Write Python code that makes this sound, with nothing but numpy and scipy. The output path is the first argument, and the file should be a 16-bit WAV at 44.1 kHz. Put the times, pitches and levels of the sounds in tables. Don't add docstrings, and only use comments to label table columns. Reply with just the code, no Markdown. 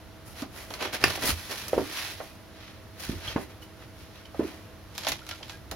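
import sys
import numpy as np
from scipy import signal
from scipy.io import wavfile

SR = 44100
rng = np.random.default_rng(int(sys.argv[2]) if len(sys.argv) > 2 else 0)


def generate_wav(signal):
    frames = np.transpose(np.atleast_2d(signal))
    scaled = np.clip(frames, -1, 1) * 32767
    pcm = np.round(scaled).astype(np.int16)
    wavfile.write(sys.argv[1], SR, pcm)


N = 253839
TIME = np.arange(N) / SR


def from_db(db):
    return 10 ** (np.asarray(db) / 20)


def rms_one(x):
    return x / np.sqrt(np.mean(x ** 2) + 1e-20)


def at_hz(points, hz):
    f, value = np.transpose(points)
    return np.interp(np.log(hz), np.log(f), value)


def cut(x, hz, kind):
    corners_hz = np.clip(hz, 10, .45 * SR)
    sections = signal.butter(2, corners_hz, kind, fs=SR, output="sos")
    return signal.sosfilt(sections, x + 1e-18)


def drift(rate):
    knots = np.arange(0, TIME[-1] + 1, .5 / rate)
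    return np.interp(TIME, knots, rms_one(rng.standard_normal(len(knots))))


def white(size=N):
    return rng.standard_normal((2, 2, size))


def grains(per_s, spread_db):
    happens = rng.random(N) < per_s / SR
    size_db = spread_db * np.minimum(rng.exponential(1, N), 4)
    return white() * happens * from_db(size_db)


# f/Hz, correlation (1 = identical)
LIKENESS = [(50, 0.79), (300, 0.58), (1000, 0.79), (2500, 0.46), (5000, 0.22), (10000, 0.17), (16000, 0.17)]


def colour(drive, spectrum):
    out = 0
    edges_hz = 17000 / np.sqrt(2) ** np.arange(19, -1, -1)
    for k, (low, high) in enumerate(zip(edges_hz, edges_hz[1:])):
        hz = np.sqrt(low * high)
        if spectrum[0][0] < high and low < spectrum[-1][0]:
            mid, side = cut(drive[k % 2], [low, high], "band")
            alike = at_hz(LIKENESS, hz)
            stereo = np.sqrt(1 + alike) * mid + np.sqrt(1 - alike) * side * [[1], [-1]]
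            out = out + from_db(at_hz(spectrum, hz)) * stereo
    return rms_one(out)


def add(out, s, sound):
    i = round(s * SR)
    out[:, i:i + sound.shape[-1]] += sound[..., :N - i]


def burst(spectrum, crack_s, tail_s, tail_db, rise_s=0.0009):
    t = TIME[:SR // 5]
    decay = np.exp(-t / crack_s) + from_db(tail_db) * np.exp(-t / tail_s)
    shape = decay * (1 - np.exp(-t / rise_s))
    sound = colour(white(size=len(t)) * shape, spectrum)
    return sound / np.abs(sound).max()


def to_the_left(x, lag_s):
    return np.array([x[0], np.interp(TIME - lag_s, TIME, x[1])])


SWELL_DROP_DB, RISE_POWER, FALL_POWER = 10.5, 1.48, 1.23


def swell(peak_s, rise_s, fall_s):
    t = TIME[::40]
    before = (np.maximum(peak_s - t, 0) / rise_s) ** RISE_POWER
    after = (np.maximum(t - peak_s, 0) / fall_s) ** FALL_POWER
    gain = from_db(-SWELL_DROP_DB * np.minimum(before + after, 20))
    return np.interp(TIME, t, gain)


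# f/Hz, relative level/dB per Hz
AIR = [(25, -12), (45, -5), (85, 3.5), (140, -7), (300, -9.5), (500, -12), (750, -15.5), (1500, -17.5),
       (2300, -22), (4700, -24.5), (8000, -36.5), (10000, -30), (14000, -25), (16000, -56)]
AIR_DB = -48.03
# f/Hz, level/dB rms before wavering and balance
HUM = [(76, -68.5), (100, -58.5), (199.5, -63.5), (314, -59.5), (497, -69.5), (647, -62)]


def fan():
    hum = 0
    for hz, db in HUM:
        level = from_db(db + 1.47 * drift(6.1))
        hum = hum + level * np.sqrt(2) * np.sin(2 * np.pi * hz * TIME + 0.62 * drift(2.3))
    air = from_db(AIR_DB) * colour(white(), AIR)
    return (air + hum) * from_db([[-.8], [.7]])


# peak t/s, rise t/s, fall t/s, scrape level/dB, cell hiss level/dB re scrape, panel level/dB re scrape
STROKES = [ (.27, 0.016, 0.1, -61.5, 6, 6), (.415, 0.056, 0.026, -43.5, -7.5, -5.5),
           (.58, 0.057, 0.15, -50, -3, 1), (.735, 0.03, 0.066, -52.5, -2, 4),
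           (0.831, 0.035, 0.054, -34, -13, 1.5), (0.946, 0.016, 0.023, -31, -9.5, -3.5),
           (1.054, 0.048, 0.079, -37, -8.5, 1.5), (1.105, 0.051, 0.11, -36, -10, -7.5),
           (1.24, 0.029, 0.027, -31.5, -7, -4.5), (1.27, 0.019, 0.039, -35.5, 3, -13),
           (1.3, 0.032, 0.023, -28, -4, -3.5), (1.43, 0.13, 0.23, -44, -7, -18),
           (1.515, 0.022, 0.033, -38.5, -6, 0), (1.585, 0.054, 0.073, -40, -8, -26),
           (1.79, 0.28, 0.18, -46.5, -6, -2), (1.993, 0.12, 0.16, -35.5, -9.5, -14.5),
           (2.24, 0.047, 0.1, -60.5, 1, 2), (2.65, .12, 0.13, -51, -17, -11),
           (3.002, 0.01, 0.039, -48.5, 2, -1), (3.04, 0.056, 0.17, -42.5, -6.5, -10),
           (3.275, 0.06, 0.091, -40, -12.5, -7), (3.42, 0.039, 0.031, -51, -0.5, 5),
           (3.505, .015, 0.028, -56, -7, 3), (3.63, 0.015, 0.022, -55, -2, -6),
           (3.84, 0.05, 0.016, -55, -10, 0), (4.01, 0.056, 0.099, -56, -7, -7),
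           (4.17, .05, 0.066, -52.5, -14, -4), (4.47, 0.11, .14, -50.5, -6.5, 2.5)]
# f/Hz, relative level/dB per Hz
SCRAPE = [(700, -10), (1200, -2.5), (1800, 0.5), (2500, 0), (3500, 1), (5000, -5), (6500, -15.5),
          (8000, -20.5)]
HISS = [(5000, -5.5), (7500, -10.5), (9500, -2.5), (11500, -2), (13500, 0), (16000, -10)]
PANEL = [(140, -13), (250, -1), (450, 0.5), (750, -1.5), (1200, -7.5), (1800, -9.5), (2800, -13)]
ASIDE_S = 2.5


def sliding():
    slips = grains(per_s=7000, spread_db=0.37) * from_db(1.9 * drift(80))
    scrape = from_db(-0.13) * colour(slips, SCRAPE)
    hiss = from_db(6.0) * colour(slips, HISS)
    panel = from_db(-0.5) * colour(slips, PANEL)
    power = np.zeros((2, 3, N))
    for s, rise_s, fall_s, db, hiss_db, panel_db in STROKES:
        levels = from_db([[db], [db + hiss_db], [db + panel_db]])
        power[int(s > ASIDE_S)] += (levels * swell(s, rise_s, fall_s)) ** 2
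    lift, stow = (sum(gain * voice for gain, voice in zip(np.sqrt(move), (scrape, hiss, panel))) for move in power)
    return lift + to_the_left(stow, lag_s=.00005)


# peak t/s, level/dB before a common trim
FLEXES = [(.29, -43), (1.06, -29.5), (1.15, -45), (1.245, -36), (1.3, -34), (1.78, -36), (3.105, -37),
          (3.16, -36.5), (3.28, -38.5), (3.37, -40), (4.42, -40.5), (5.13, -41.5), (5.73, -41)]
# f/Hz, relative level/dB per Hz
BOOM = [(30, -34), (60, 5), (120, -3.5), (180, -15.5), (350, -24)]


def flexing():
    bend = sum(from_db(db) * swell(s, rise_s=.03, fall_s=0.047) for s, db in FLEXES)
    return from_db(-2.0) * bend * colour(white(), BOOM)


# t/s, level/dB, treble level/dB
TICKS = [(0.419, -29, 3), (0.704, -27, -8), (0.7374, -20, -9), (.936, -26, 3), (1.0135, -25, -15),
         (1.159, -27, 8), (1.51, -24.5, 1), (1.681, -34.5, 18.5), (4.255, -34.5, -14), (4.950, -34, -1),
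         (4.9788, -17.5, 2.5), (5.034, -23, -15), (5.047, -20, -15), (5.068, -13, -11), (5.0758, -14, -10),
         (5.084, -17, 6), (5.090, -16, -1), (5.118, -11.5, -6), (5.190, -30.5, -25), (5.265, -29.5, -5),
         (5.289, -23.5, -2), (5.3104, -18.5, -23), (5.4289, -24.5, -24), (5.495, -23, -14),
         (5.712, -23.5, 3.5)]
# f/Hz, relative level/dB per Hz
CREASE = [(200, -14), (700, 1.5), (1500, 0), (2300, 1.5), (3500, 1.5), (5500, 0.5), (7500, -8.5),
          (11000, -5), (13500, 3), (16000, -23)]


def ticks():
    out = np.zeros((2, N))
    click = cut(signal.unit_impulse(SR // 5, SR // 1000), [2800, 7000], "band")
    for s, db, treble_db in TICKS:
        rattle = burst(CREASE, crack_s=0.0018, tail_s=0.0099, tail_db=-6.5, rise_s=0.00075)
        tick = from_db(9) * click + rattle
        body = cut(tick, 5500, "low")
        treble = from_db(treble_db + 0.5) * cut(tick, 7700, "high")
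        add(out, s, from_db(db - 1.5) * (body - treble))
    return out


# t/s, level/dB, pitch f/Hz, damping time/cycles, hard contact level/dB re blow
THUMPS = [(.421, -25.5, 267, 0.63, -4), (.705, -33, 484, 0.16, -0.5), (1.040, -16, 344, 0.31, -28),
          (1.176, -26.5, 590, 0.42, -3), (1.241, -18.5, 402, 0.16, -10.5), (1.288, -26, 263, .5, -20),
          (1.314, -27, 84, 0.85, -20), (1.7313, -10.5, 533, 0.49, -10.5), (1.7779, -9.5, 439, 0.41, -10),
          (1.792, -22.5, 287, 0.81, -21), (2.2004, -34, 660, 0.21, 8.5), (3.094, -17, 218, 0.21, -30),
          (3.360, -13.5, 254, .25, -4.5), (4.3437, -40.5, 780, 0.48, 10), (4.3934, -13, 323, 0.46, -17),
          (4.406, -16.5, 418, 0.43, -12), (4.446, -28.5, 332, 0.95, -22), (5.0686, -19.5, 720, 0.6, -8),
          (5.407, -40.5, 780, 0.66, 3.5), (5.717, -35.5, 301, 0.33, 7.5)]
# f/Hz, relative level/dB per Hz
HOLLOW = [(110, -29), (220, 2.5), (330, 8.5), (450, -7.5), (700, -24)]
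CONTACT = [(150, -7), (600, 12), (1300, 0.5), (1900, -5.5), (4000, -25), (12000, -55)]


def thumps():
    out, t = np.zeros((2, N)), TIME[:SR // 5]
    for s, db, hz, cycles, contact_db in THUMPS:
        damping_s = cycles / hz
        age = t / (2 * damping_s)
        swing = -age ** 2 * np.exp(2 - 2 * age) * np.sin(2 * np.pi * hz * t)
        hollow = from_db(-16) * burst(HOLLOW, crack_s=0.014, tail_s=0.048, tail_db=2, rise_s=0.0064)
        knock = burst(CONTACT, crack_s=0.008, tail_s=0.019, tail_db=0.5, rise_s=.0001)
        add(out, s, from_db(db) * (swing + hollow))
        add(out, s + damping_s, from_db(db + contact_db) * knock)
    return to_the_left(out, lag_s=.00002)


# t/s, level/dB
SNAPS = [(1.039, -9), (1.0398, -3), (1.0416, -8)]
# f/Hz, mean level/dB, t60/s
WALL = [(737, -12.5, 0.027), (1130, -17.5, 0.02), (1415, -15, 0.032), (1790, -4, 0.025),
        (1990, -3.5, 0.025), (2190, -16, 0.018), (2560, -3.5, 0.0078), (3070, -11, 0.0092),
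        (4660, -12, 0.01), (5230, -7.5, 0.011)]


def snap():
    out, t = np.zeros((2, N)), TIME[:SR // 5]
    for s, db in SNAPS:
        ring = 0
        for k, (hz, level_db, t60) in enumerate(WALL):
            uneven_db = rng.normal(0, 0.96, (2, 1))
            decay = from_db(level_db + uneven_db - 60 * t / t60)
            ring = ring + decay * np.sin(2 * np.pi * hz * t) * (-1) ** k
        crack = burst(CREASE, crack_s=0.0016, tail_s=0.0075, tail_db=-12.0, rise_s=0.00035)
        add(out, s, from_db(db) * (ring + from_db(-4.0) * crack))
    return out


# t/s, length t/s,
# mean pitch f/Hz, level/dB before a common trim
SQUEAKS = [(3.272, 0.021, 3230, -34.5), (3.614, 0.029, 3010, -50), (4.251, 0.011, 3110, -44),
           (5.215, 0.013, 1380, -47), (5.308, 0.015, 3110, -40), (5.313, .04, 1375, -45.5),
           (5.425, .013, 3204, -43), (5.511, 0.069, 1634, -49)]
SQUEAK_WAVER_PER_KHZ = 0.018


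def squeaks():
    out = np.zeros((2, N))
    for s, length_s, hz, db in SQUEAKS:
        size = round(length_s * SR)
        waver = SQUEAK_WAVER_PER_KHZ * hz / 1000 * drift(500)[:size]
        phase = 2 * np.pi * np.cumsum(hz * (1 + waver)) / SR
        grip = np.hanning(size) * from_db(2.4 * drift(174)[:size])
        add(out, s, from_db(db + 3.0) * grip * np.sin(phase))
    return out


# peak t/s, crackle level/dB before a common trim
GRABS = [(5.01, -44), (5.11, -43), (5.325, -47), (5.51, -48.5)]


def bag():
    crackle = colour(grains(per_s=1000, spread_db=0.5), CREASE)
    grip = sum(from_db(db) * swell(s, rise_s=0.071, fall_s=0.067) for s, db in GRABS)
    return from_db(1.0) * grip * cut(crackle, 13400, "low")


# delay t/s, level/dB before dulling
ECHOES = [(.003, -27), (.0077, -19), (0.0129, -16.5), (0.0178, -15), (.036, -15)]
ROOM_T60_S = 0.17


def room(x, wet_db, dull_hz):
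    t = TIME[:SR // 2]
    diffuse = colour(white(size=len(t)), [(40, 11), (500, -8.5), (3000, 12.5), (16000, 8.0)])
    tail = diffuse * from_db(-60 * t / ROOM_T60_S) * (1 - np.exp(-t / 0.00067))
    echoes = np.zeros(len(t))
    for delay_s, db in ECHOES:
        echoes[round(delay_s * SR)] += from_db(db)
    response = cut(echoes, dull_hz, "low") + from_db(wet_db) * rms_one(tail) / np.sqrt(len(t))
    return x + signal.fftconvolve(x, response, axes=1)[:, :N]


def scene():
    foam_and_box = sliding() + flexing() + ticks() + thumps() + snap()
    handling = room(foam_and_box + squeaks() + bag(), wet_db=-9.0, dull_hz=2310)
    body = signal.sosfilt(signal.butter(1, 7000, fs=SR, output="sos"), handling)
    return handling + body * (from_db([[-1.2], [1.0]]) - 1) + fan()


def record(dry):
    notch = signal.butter(2, [7800, 8750], "bandstop", fs=SR, output="sos")
    heard = cut(signal.sosfilt(notch, dry), 13200, "low")
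    clipped = np.clip(heard, -1, 1)
    top_cut = signal.ellip(10, .2, 80, 15900, fs=SR, output="sos")
    return signal.sosfilt(top_cut, clipped)


dry = scene()
out = record(dry)
generate_wav(out)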